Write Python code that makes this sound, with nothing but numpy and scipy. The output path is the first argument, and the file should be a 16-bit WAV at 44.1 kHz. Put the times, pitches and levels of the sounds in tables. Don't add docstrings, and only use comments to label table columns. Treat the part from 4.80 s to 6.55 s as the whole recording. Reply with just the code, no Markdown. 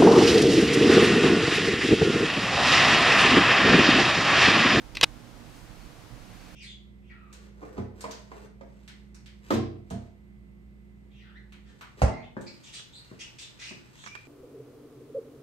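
import sys
import numpy as np
from scipy import signal
from scipy.fft import rfft, irfft
from scipy.io import wavfile
from scipy.ndimage import uniform_filter1d

SR = 44100
rng = np.random.default_rng(int(sys.argv[2]) if len(sys.argv) > 2 else 0)


def pcm_store(signal):
    levels = np.round(np.clip(np.atleast_2d(signal), -1, 1) * 32767)
    wavfile.write(sys.argv[1], SR, levels.astype(np.int16).T)


N = 77175


def gain(db):
    return 10 ** (np.asarray(db) / 20)


def across(points, size=N):
    hz, value = np.array(points, float).T
    return np.interp(np.log(np.fft.rfftfreq(size, 1 / SR) + 1), np.log(hz + 1), value)


def noise(colour):
    shape = gain(across(colour))
    shape /= np.sqrt(np.mean(shape ** 2))
    return irfft(rfft(rng.standard_normal(N)) * shape, N)


def knock(colour, size=2048):
    cepstrum = irfft(np.log(gain(across(colour, size))))
    cepstrum[1:size // 2] *= 2
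    cepstrum[size // 2 + 1:] = 0
    tap = irfft(np.exp(rfft(cepstrum)))
    return tap / np.linalg.norm(tap)


def fade(age, t60):
    return (age >= 0) * np.exp(-np.log(1000) * np.maximum(age, 0) / t60)


def swell(age, rise, hold, t60):
    return np.clip(age / rise, 0, 1) ** 2 * fade(np.maximum(age - rise - hold, 0), t60)


def bump(t, centre, width):
    return np.exp(-((t - centre) / width) ** 2)


def lows(x, hz):
    return irfft(rfft(x) / (1 + (np.fft.rfftfreq(N, 1 / SR) / hz) ** 6), N)


def drift(per_second):
    step = int(SR / per_second)
    return 1.25 * uniform_filter1d(np.repeat(rng.standard_normal(N // step + 1), step), step)[:N]


# (frequency [Hz], relative level [dB])
AIR_COLOUR = [(15, -23), (25, -1), (49, 0.5), (75, -11.5), (113, -4), (209, -10), (240, -12.5), (267, -10),
              (433, -17), (482, -15), (552, -16.5), (722, -17), (1020, -19), (2490, -24), (5880, -29.5),
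              (13900, -40), (15500, -43)]
# (frequency [Hz], likeness [0-1])
AIR_LIKENESS = [(60, 0.86), (130, 1), (290, 0.6), (640, 0.21), (1410, 0.27), (3100, 0.24), (6820, 0.25),
                (15000, 0.12)]


def air():
    shared, left, right = (rfft(noise(AIR_COLOUR)) for _ in range(3))
    likeness = np.clip(across(AIR_LIKENESS), 0, .999)
    spectrum = np.sqrt(likeness) * shared + np.sqrt(1 - likeness) * np.array([left, right])
    return gain(-48) * irfft(spectrum, N)


# (pitch [Hz], level [dB])
HUM_TONES = [(42, -56.5), (120, -63), (184, -66), (239, -62.5), (305, -63), (730, -71)]
# (peak time [s], half-width [s], pitch [Hz], level [dB])
HUM_SWELLS = [(.63, 0.077, 237.6, -52.5), (0.887, 0.067, 118.7, -53.5), (1.342, 0.045, 122, -44.5),
              (1.63, 0.17, 184.8, -55)]


def hum(t):
    tones = sum(gain(db + 3.5 * drift(5.64)) * np.sin(2 * np.pi * hz * t + drift(4.9))
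                for hz, db in HUM_TONES)
    swells = sum(gain(db) * bump(t, centre, width) * np.sin(2 * np.pi * hz * t + drift(12))
                 for centre, width, hz, db in HUM_SWELLS)
    return tones + swells


# (frequency [Hz], left minus right [dB])
VENT_BALANCE = [(60, -22), (110, -16.5), (200, -19), (380, -5), (700, -0.5), (1290, 2.5), (2380, 0),
                (4400, -3), (8120, -0.5), (15000, -10.5)]
# (time [s], level change [dB])
HISS_CHANGES = [(0, -1.5), (.45, -1.5), (.75, -0.7), (1.25, -0.5), (1.42, -0.9), (1.75, 0.9)]


def ventilation(t):
    sides = gain(np.array([[.5], [-.5]]) * across(VENT_BALANCE))
    sound = irfft(rfft(air() + hum(t)) * sides / sides.mean(axis=0), N)
    rumble = lows(sound, hz=1490)
    hiss_db = np.interp(t, *np.array(HISS_CHANGES).T)
    return rumble + gain(hiss_db) * (sound - rumble)


# (pitch [Hz], level [dB], fade time [s])
HOUSING_TONES = [(550, -17.5, 0.016), (1112, -18, 0.043), (1594, -17.5, 0.025), (2020, -13, 0.036),
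                 (2560, -3, 0.013), (3440, -3, .012), (3880, -10, 0.017), (4790, -15.5, 0.021),
                 (5730, -12, 0.016), (7700, -30, .009)]


def housing_ring(age, rise):
    return sum((-1) ** k * gain(db) * np.sin(2 * np.pi * hz * (age - rise)) * swell(age, rise, 0, t60)
               for k, (hz, db, t60) in enumerate(HOUSING_TONES))


# (frequency [Hz], relative level [dB])
SCRAPE_COLOUR = [(150, -2.5), (500, -15.5), (850, -15.5), (1500, -12.5), (2600, -0.5), (4000, -5.5),
                 (5500, -8), (7000, -16.5), (9300, -16.5), (10800, -35), (13000, -24), (16000, -41)]
# (time [s], level [dB], rise [s], scrape fade time [s], ring [dB], bass [dB], treble [dB], echo [dB])
CLICKS = [(0.1479, -24, .006, 0.017, -6, -1, 0, -10.5), (0.1687, -8.5, 0.00113, 0.021, 0, -9, -10.5, -14),
          (0.2111, -5.5, 0.00125, 0.0095, 1.5, 3, 0, -15.5)]


def trigger_and_catch(t):
    sound = 0
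    for start, db, rise, t60, ring_db, bass_db, treble_db, echo_db in CLICKS:
        age = t - start
        scrape = gain(-9) * noise(SCRAPE_COLOUR) * swell(age, rise, 0, t60)
        click = scrape + gain(ring_db - 9.5) * housing_ring(age, rise)
        bass = lows(click, hz=1300)
        middle = lows(click, hz=3050) - bass
        treble = click - bass - middle
        click = gain(db) * (gain(bass_db) * bass + middle + gain(treble_db) * treble)
        sound += click + gain(echo_db) * room_echo(click, t)
    return sound


def room_echo(sound, t):
    tail = lows(rng.standard_normal(N), hz=7000) * swell(t, rise=.0082, hold=0, t60=.08)
    return signal.fftconvolve(sound, tail / np.linalg.norm(tail))[:N]


# (pitch [Hz], level [dB])
SPRING_TONES = [(2092, -4), (2206, -5), (2515, 3.5), (2708, -3), (2904, 4), (3111, -4), (3306, -0.5),
                (3418, -2.5), (3866, 1), (4484, -1.5), (4729, -6.5), (5117, -1), (5603, -4.5), (5931, -5)]
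# (pitch [Hz], level [dB])
BARREL_TONES = [(160, -5.5), (325, 0), (489, 3.5), (706, 3.5), (899, -2.5), (1103, 3.5), (1290, 2),
                (1480, 3), (1673, 5), (1990, 1.5)]


def spring_and_barrel(age):
    def ring(tones):
        return sum(gain(db) * np.sin(2 * np.pi * (hz * age + rng.random())) for hz, db in tones)
    return gain(-21) * ring(SPRING_TONES) + gain(-29) * ring(BARREL_TONES)


# (time [s], relative level [dB])
CARRIER_KNOCKS = [(0.2276, -22), (0.2304, -3), (0.2333, -2.5), (0.2356, -4), (0.2396, 4.5), (0.241, -8.5),
                  (0.246, -14)]
# (frequency [Hz], relative level [dB])
CARRIER_COLOUR = [(60, -7.5), (160, -16), (280, -24.5), (600, -6), (1300, -5.5), (2000, -5.5), (2800, -0.5),
                  (3900, 0.5), (5200, -7.5), (6800, -11.5), (8800, -12), (10300, -27), (13300, -31),
                  (16000, -44)]


def carrier(t, motion):
    bursts = sum(gain(db) * fade(t - start, t60=.008) for start, db in CARRIER_KNOCKS)
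    contact = bursts * rng.standard_normal(N)
    contact *= np.sqrt(len(CARRIER_KNOCKS)) / np.linalg.norm(contact)
    knocks = signal.fftconvolve(contact, knock(CARRIER_COLOUR))[:N]
    grinding = motion * noise(CARRIER_COLOUR)
    return gain(2.5) * knocks + gain(-17.5) * grinding


def snap(t, start=.2268):
    age = t - start
    motion = swell(age, rise=.00572, hold=.01054, t60=.0074)
    sound = motion * spring_and_barrel(age) + carrier(t, motion)
    return sound + gain(-62) * room_echo(sound, t)


# (frequency [Hz], relative level [dB])
GLOVE_COLOUR = [(300, -20), (1200, -5), (2500, 6), (3600, -8), (4500, 4), (5300, -13), (6200, -3),
                (7500, -10), (15000, -21)]
# (peak time [s], half-width [s], level [dB], treble [dB])
GLOVE_RUSTLES = [(0.766, 0.076, -67, 13), (1.028, 0.091, -64, -3), (1.63, 0.2, -62.5, -14)]


def gloves(t):
    rub = noise(GLOVE_COLOUR)
    dull = lows(rub, hz=7000)
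    return sum(gain(db) * bump(t, centre, width) * (dull + gain(treble_db) * (rub - dull))
               for centre, width, db, treble_db in GLOVE_RUSTLES)


def scene():
    t = np.arange(N) / SR
    return trigger_and_catch(t) + snap(t) + gloves(t) + ventilation(t)


def record(dry):
    ceiling, top_hz = .62, 15600
    rounded = ceiling * np.tanh(dry / ceiling)
    return signal.sosfilt(signal.ellip(10, .2, 80, top_hz, fs=SR, output="sos"), rounded)


dry = scene()
out = record(dry)
pcm_store(out)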